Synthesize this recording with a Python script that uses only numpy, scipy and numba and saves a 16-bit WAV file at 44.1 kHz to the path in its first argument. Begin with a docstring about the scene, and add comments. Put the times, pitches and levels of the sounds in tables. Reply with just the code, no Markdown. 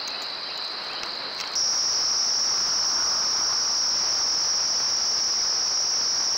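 """Morning and night at a tree-trunk camera

A morning scene, then a hard cut to a louder night. Morning: resonant noise throbs as an insect chorus, gliding
sines are far birds, one insect ticks, and a squirrel's claws ring and rustle on bark. Night: a denser cricket
chorus drives the fast limiter, and one vehicle's roar passes. Low knocks ring the hollow trunk by day and
night, by day from landing paws, over far road hum (shaped noise); a jolt pushes the microphone once by day.
Half-rate storage leaves mirror images."""
import sys
import numpy as np
from scipy import signal
from scipy.fft import rfft, irfft
from scipy.io import wavfile
from scipy.ndimage import uniform_filter1d
from numba import njit

SR = 44100
rng = np.random.default_rng(int(sys.argv[2]) if len(sys.argv) > 2 else 0)


def waveform_to_disk(signal):
    """Save audio, clipped to [-1, 1], as 16-bit WAV at the path in sys.argv[1]."""
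    frames = np.transpose(np.atleast_2d(signal))
    scaled = np.clip(frames, -1, 1) * 32767
    samples = np.round(scaled).astype(np.int16)
    wavfile.write(sys.argv[1], SR, samples)


def field_ratio(decibels):
    """Amplitude ratio for a level in dB (20 dB per decade); scalars and array-likes work."""
    return 10 ** (np.asarray(decibels, dtype=float) / 20)


N = 280917
T = np.arange(N) / SR  # seconds
HZ = np.arange(N // 2 + 1) * SR / N  # spectrum bins

CUT_S = 1.5545  # morning gives way to night
# All levels below are those before the limiter.
# Wing resonances of each chorus: resonance_hz, width_hz (of one resonator stage), gain_db
DAY_WINGS = [(4020, 490, 1.5), (4202, 630, 2), (4640, 650, 0.5), (4980, 640, -4), (5500, 1300, -21)]
NIGHT_WINGS = [(5565, 666, 3), (5200, 1015, -3.5), (4660, 980, -33)]
DAY_CHORUS_DB = -32.5
NIGHT_CHORUS_DB, CHORUS_SAG_DB_PER_S = -17.5, 0.31  # level at the cut, then its slow fall

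# Spectrum of far road hum: frequency_hz, relative_db (per Hz)
DAY_HUM_COLOUR = [(30, -14), (80, -16.5), (200, -6), (600, 1), (1200, 3), (1700, -0.5), (2600, -4.5),
                  (3500, -7), (6000, -29), (7500, -37), (11000, -48)]
NIGHT_HUM_COLOUR = [(30, -11), (100, -10.5), (350, -6), (800, -1.5), (1250, -1), (1700, -5), (2500, -10.5),
                    (3500, -13.5), (6000, -10), (8000, -46), (11000, -23.5)]
DAY_HUM_DB = -37.5
NIGHT_HUM_DB, HUM_SAG_DB_PER_S = -34, 0.33  # level at the cut, then its slow fall

# Fur and bark rustling as the squirrel moves: start_s, length_s, level_db
MOVES = [(.2, .1, -56), (.65, .06, -60), (.84, .08, -57), (1.03, .13, -58), (1.34, .25, -53)]
RUSTLE_FADE_S, RUSTLE_REST_DB = 0.04, -67
# Spectrum of the rustle: frequency_hz, relative_db
RUSTLE_COLOUR = [(1500, -37), (4000, -14), (5600, 7), (7000, -10), (8500, -10), (11000, -32)]

# Notes of two repeated bird songs: start_s (after the song's start), length_s, start_hz, end_hz, relative_db
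WARBLE_NOTES = [(0, .04, 2306, 2776, 1.5), (0.067, .045, 2880, 3030, -2.5)]
WHISTLE_NOTES = [(0, 0.044, 3114, 3180, 0), (.055, 0.042, 3180, 3200, -1.5)]
# Repeats of each song: start_s, level_db
WARBLES = [(.09, -43), (.487, -44), (.888, -41.5), (1.25, -57)]
WHISTLES = [(.445, -47), (.915, -45), (1.398, -44.5)]
# Single notes of other birds: start_s, length_s, start_hz, end_hz, level_db
CHIRPS = [(.01, .038, 2730, 2870, -47), (.13, 0.038, 2380, 2720, -42), (.155, 0.033, 2010, 1946, -43),
          (.235, .045, 2740, 2820, -48), (.375, 0.031, 2460, 2480, -47), (.462, .025, 1850, 1950, -49),
          (.49, .03, 2840, 2790, -45), (.8, 0.045, 2860, 2780, -47), (.92, .1, 7200, 7250, -67)]

# Claw ticks on bark: start_s, level_db, pitch_hz
CLAW_TICKS = [(.077, -22.5, 6100), (0.08, -23, 6470), (.105, -35, 6100), (.2205, -26.5, 7000),
              (.226, -34, 6900), (.231, -35, 7040), (.265, -43, 7000), (.546, -48, 7000), (.577, -29, 7000),
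              (.625, -44, 7600), (.68, -34, 6300), (.845, -42, 5900), (.884, -43, 6500), (.933, -37, 6900),
              (1.0333, -15, 5100), (1.034, -32, 8500), (1.04, -38, 5200), (1.075, -41, 6000),
              (1.121, -43, 6800), (1.154, -39, 6900), (1.326, -42, 6000), (1.364, -40, 6000),
              (1.378, -33, 5500), (1.386, -33, 5800), (1.3933, -36, 6340), (1.397, -39, 6300),
              (1.4011, -15, 5670), (1.4095, -17, 5470), (1.4115, -20, 5550), (1.4142, -34, 6500),
              (1.439, -36, 6000), (1.449, -39, 7000), (1.475, -26, 5540), (1.501, -47, 7300),
              (1.536, -30, 5700)]
RISE_CYCLES, TICK_KNOCK_GAIN_DB, TICK_KNOCK_HZ = 3.7, -14, 2550
# Spectrum of the claws' grit: frequency_hz, relative_db
GRIT_COLOUR = [(1500, -14), (3500, 0), (6000, 2), (8000, -14), (9000, -22), (11000, -32)]

# Ticks of a lone insect: start_s, level_db
INSECT_TICKS = [(0.1216, -44), (0.3416, -44), (0.4314, -42), (0.5023, -43), (0.5526, -46), (0.6005, -46),
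                (0.634, -45), (0.7317, -43), (0.8006, -43), (0.8689, -40), (0.9148, -42), (0.9502, -41),
                (0.9961, -48), (1.066, -42), (1.1618, -49), (1.1982, -53), (1.2984, -48)]

# Low knocks on bark, from landing paws by day: start_s, level_db, contact_hz (the pitch the contact drives
# best)
BARK_KNOCKS = [(.68, -40, 3100), (1.0338, -16, 2250), (1.3933, -26, 2600), (1.402, -23, 2700),
               (1.41, -23, 2700), (1.438, -21.5, 1900), (4.8, -26, 1600), (5.776, -20.5, 1350),
               (5.938, -23, 1900), (5.945, -29, 780)]
# Modes of the hollow trunk: mode_hz, gain_db, t60_s
TRUNK_MODES = [(750, 4, .014), (1340, 2.5, .013), (2210, 0, 0.0096), (2630, 1, .01), (3220, -9, .008)]
CONTACT_OCTAVES = 0.92  # distance from the contact pitch at which the drive falls to 1/e

JOLT_S, JOLT_DB, JOLT_RISE_MS = 1.0341, -16, 0.075  # one hard landing, peak level

PASS_S, PASS_DB, PASS_WIDTH_S = 3.1, -35.5, 0.62  # closest moment, level there, distance over speed
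# Spectrum of the vehicle's tyre roar: frequency_hz, relative_db
TYRE_COLOUR = [(500, -18.5), (900, -6.5), (1150, -1.5), (1450, -3), (2200, -34.0)]


def level(x, db):
    """Root-mean-square scaling: bring a sound to a level, fixed or moving."""
    return x * field_ratio(db) / np.sqrt(np.mean(x ** 2))


def walk(rate):
    """Smoothed random process: held chance values, averaged twice, with spread 1."""
    hold = int(SR / rate)
    steps = np.repeat(rng.standard_normal(N // hold + 1), hold)
    smooth = uniform_filter1d(uniform_filter1d(steps, hold), hold)[:N]
    return smooth / smooth.std()


def coloured(x, points):
    """Linear filtering: multiply the spectrum by a gain drawn through the (Hz, dB) points."""
    hz, db = np.transpose(points)
    gain_db = np.interp(np.log(HZ + 1), np.log(hz), db)
    return irfft(rfft(x) * field_ratio(gain_db), N)


def chorus(wings, throb_hz, throb_db, flicker_db, steep):
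    """Resonance and amplitude modulation: countless wing strokes blur to noise, each group throbbing in its own time."""
    out = 0
    for hz, width, db in wings:
        wandering_hz = throb_hz * (1 + 0.02784 * walk(6))
        phase = 2 * np.pi * np.cumsum(wandering_hz) / SR + 2 * np.pi * rng.random()
        stroke_db = throb_db * np.sin(phase) + flicker_db * walk(14)
        strokes = rng.standard_normal(N) * field_ratio(stroke_db)
        ring = 1 / (1 + 2j * (HZ - hz) / width) ** steep
        out = out + field_ratio(db) * irfft(rfft(strokes) * ring, N)
    return out


def hum(colour, flutter_db):
    """Incoherent summation: distant traffic blends to smooth noise that swells and flutters."""
    flutter = walk(8.4) + 1.1 * walk(25.16)
    return coloured(rng.standard_normal(N), colour) * field_ratio(flutter_db * flutter)


def moving_db():
    """Power addition: each move swells out of the resting rustle and decays exponentially back."""
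    power = field_ratio(RUSTLE_REST_DB) ** 2
    for start, length, db in MOVES:
        outside = np.maximum(np.maximum(start - T, T - start - length), 0)
        power = power + field_ratio(db) ** 2 * np.exp(-2 * outside / RUSTLE_FADE_S)
    return 10 * np.log10(power)


def rustle():
    """Granular friction: dense tiny contacts of very uneven size, bright like the claw ticks."""
    struck = rng.random(N) < 900 / SR  # about 900 grains a second
    grains = struck * field_ratio(4.3 * rng.exponential(size=N)) * rng.standard_normal(N)
    burst = rng.standard_normal(64) * np.exp(-T[:64] / .0004)
    return coloured(signal.fftconvolve(grains, burst)[:N], RUSTLE_COLOUR)


def birds():
    """Frequency modulation and scattering: near-sine notes glide, and the wood returns a short smear."""
    out = np.zeros(N)
    notes = list(CHIRPS)
    for starts, song in ((WARBLES, WARBLE_NOTES), (WHISTLES, WHISTLE_NOTES)):
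        for start, db in starts:
            for after, length, start_hz, end_hz, relative_db in song:
                notes.append((start + after, length, start_hz, end_hz, db + relative_db))
    for start, length, start_hz, end_hz, db in notes:
        u = np.arange(int(length * SR)) / (length * SR)
        hz = start_hz + (end_hz - start_hz) * u ** 0.83  # quickest at first
        envelope = np.sqrt(2) * np.sin(np.pi * u) ** 0.51
        i = int(start * SR)
        out[i:i + len(u)] += field_ratio(db) * envelope * np.sin(2 * np.pi * np.cumsum(hz) / SR)
    t = T[:SR // 4]
    smear = level(rng.standard_normal(len(t)) * np.exp(-t / .06), 0) / np.sqrt(len(t))
    return out + field_ratio(-6) * signal.fftconvolve(out, smear)[:N]


def claws():
    """Impulse response: each tick rings the camera case, with bright grit over a faint dull knock of bark."""
    out, scrape, t = np.zeros(N), np.zeros(N), T[:600]
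    knock_envelope = t / 0.00029 * np.exp(1 - t / 0.00039)
    knock = field_ratio(TICK_KNOCK_GAIN_DB) * knock_envelope * np.sin(2 * np.pi * TICK_KNOCK_HZ * t)
    for start, db, hz in CLAW_TICKS:
        u = t * hz / RISE_CYCLES  # every tick rises and dies over the same number of cycles
        envelope = u * np.exp(1 - u)
        i = int(start * SR)
        out[i:i + len(t)] += field_ratio(db) * (0.88 * envelope * np.sin(2 * np.pi * hz * t) + knock)
        scrape[i:i + len(t)] += field_ratio(db) * 1.24 * envelope * rng.standard_normal(len(t))
    return out + coloured(scrape, GRIT_COLOUR)


def ticker():
    """Damped resonance: each tick of the lone insect is a short ring of one wing mode."""
    out, t = np.zeros(N), T[:400]
    ring = t / 0.0011 * np.exp(1 - t / 0.0011) * np.sin(2 * np.pi * 5780 * t)
    for start, db in INSECT_TICKS:
        i = int(start * SR)
        out[i:i + len(t)] += field_ratio(db) * ring
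    return out


def bark_knocks():
    """Modal excitation: each knock rings the trunk's modes, most those near its contact pitch; by day the
    knocks are landing paws."""
    out, t = np.zeros(N), T[:1200]
    hz, mode_db, t60 = np.transpose(TRUNK_MODES)[:, :, None]
    envelope = (1 - np.exp(-t / 0.00021)) * np.exp(-np.log(1000) * t / t60)
    rings = field_ratio(mode_db) * envelope * np.sin(2 * np.pi * hz * t)
    for start, db, contact_hz in BARK_KNOCKS:
        drive = np.exp(-(np.log2(hz / contact_hz) / CONTACT_OCTAVES) ** 2)
        i = int(start * SR)
        out[i:i + len(t)] += field_ratio(db) * np.sum(drive * rings, axis=0)
    return out


def jolt():
    """Broadband impulse: a short one-sided push on the microphone, heard from bass to treble."""
    u = np.maximum(T - JOLT_S, 0) * 1000 / JOLT_RISE_MS
    return -field_ratio(JOLT_DB) * u * np.exp(1 - u)


def passing_vehicle():
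    """Spherical spreading: tyre roar near 1.1 kHz varies in amplitude as 1 / distance."""
    passing_db = PASS_DB - 10 * np.log10(1 + ((T - PASS_S) / PASS_WIDTH_S) ** 2)
    return level(hum(TYRE_COLOUR, flutter_db=1.5), passing_db)


def scene():
    """Superposition: morning and night layers meet at a hard cut, with the contacts on bark added to both."""
    day_chorus = chorus(DAY_WINGS, throb_hz=59.7, throb_db=2.5, flicker_db=0.8, steep=4.15)
    day = level(day_chorus, DAY_CHORUS_DB)
    day = day + level(hum(DAY_HUM_COLOUR, flutter_db=0.53), DAY_HUM_DB)
    day = day + level(rustle(), moving_db()) + birds() + ticker()

    since_cut = T - CUT_S
    night_chorus = chorus(NIGHT_WINGS, throb_hz=60.37, throb_db=3.0, flicker_db=0.4, steep=3.12)
    night_hum = hum(NIGHT_HUM_COLOUR, flutter_db=0.46)
    night = level(night_chorus, NIGHT_CHORUS_DB - CHORUS_SAG_DB_PER_S * since_cut)
    night = night + level(night_hum, NIGHT_HUM_DB - HUM_SAG_DB_PER_S * since_cut)
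    night = night + passing_vehicle()

    return (np.where(T < CUT_S, day, night) + claws() + bark_knocks() + jolt())[None]


@njit
def limiter(x, top, attack, release, slope):
    """Gain control by envelope following: gain tracks the rectified wave within a few cycles, so quick swells overshoot."""
    y, envelope = np.empty(len(x)), 0.
    for i in range(len(x)):
        size = abs(x[i])
        envelope += (size - envelope) * (attack if size > envelope else release)
        y[i] = x[i] * min(1., top / (envelope + 1e-9)) ** slope
    return y


def low_pass(x):
    """Removes everything above the highest recorded frequency."""
    return signal.sosfilt(signal.butter(12, 17070, fs=SR, output="sos"), x)


def record(dry):
    """Sampling and imaging: preamp hiss, half-rate sampling, a fast limiter, then straight-line stretching."""
    x = dry[0] + field_ratio(-58) * rng.standard_normal(N)
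    lowpass = signal.butter(4, 10000, fs=SR, output="sos")
    half = signal.sosfilt(lowpass, x)[::2]
    # the gain ripples at twice the chorus pitch and mixes it with the road hum into a grainy hiss near 10 kHz
    half = limiter(half, top=field_ratio(-21.0), attack=0.47, release=0.042, slope=0.69)
    # by day a faint buzz at the top of the stored band: alternating signs under a 63.5 Hz cosine
    k = np.arange(len(half))
    buzz = (-1.) ** k * np.cos(2 * np.pi * 63.5 * T[::2])
    half = half + field_ratio(-75) * (T[::2] < CUT_S) * buzz
    # straight-line stretching mirrors everything about a quarter of the sample rate
    x = np.interp(np.arange(N), 2 * k, half)
    mix = coloured(x, [(20, 0), (15730, 0), (15860, -70)])  # steep treble cut
    return low_pass(mix[None])


dry = scene()
out = record(dry)
waveform_to_disk(out)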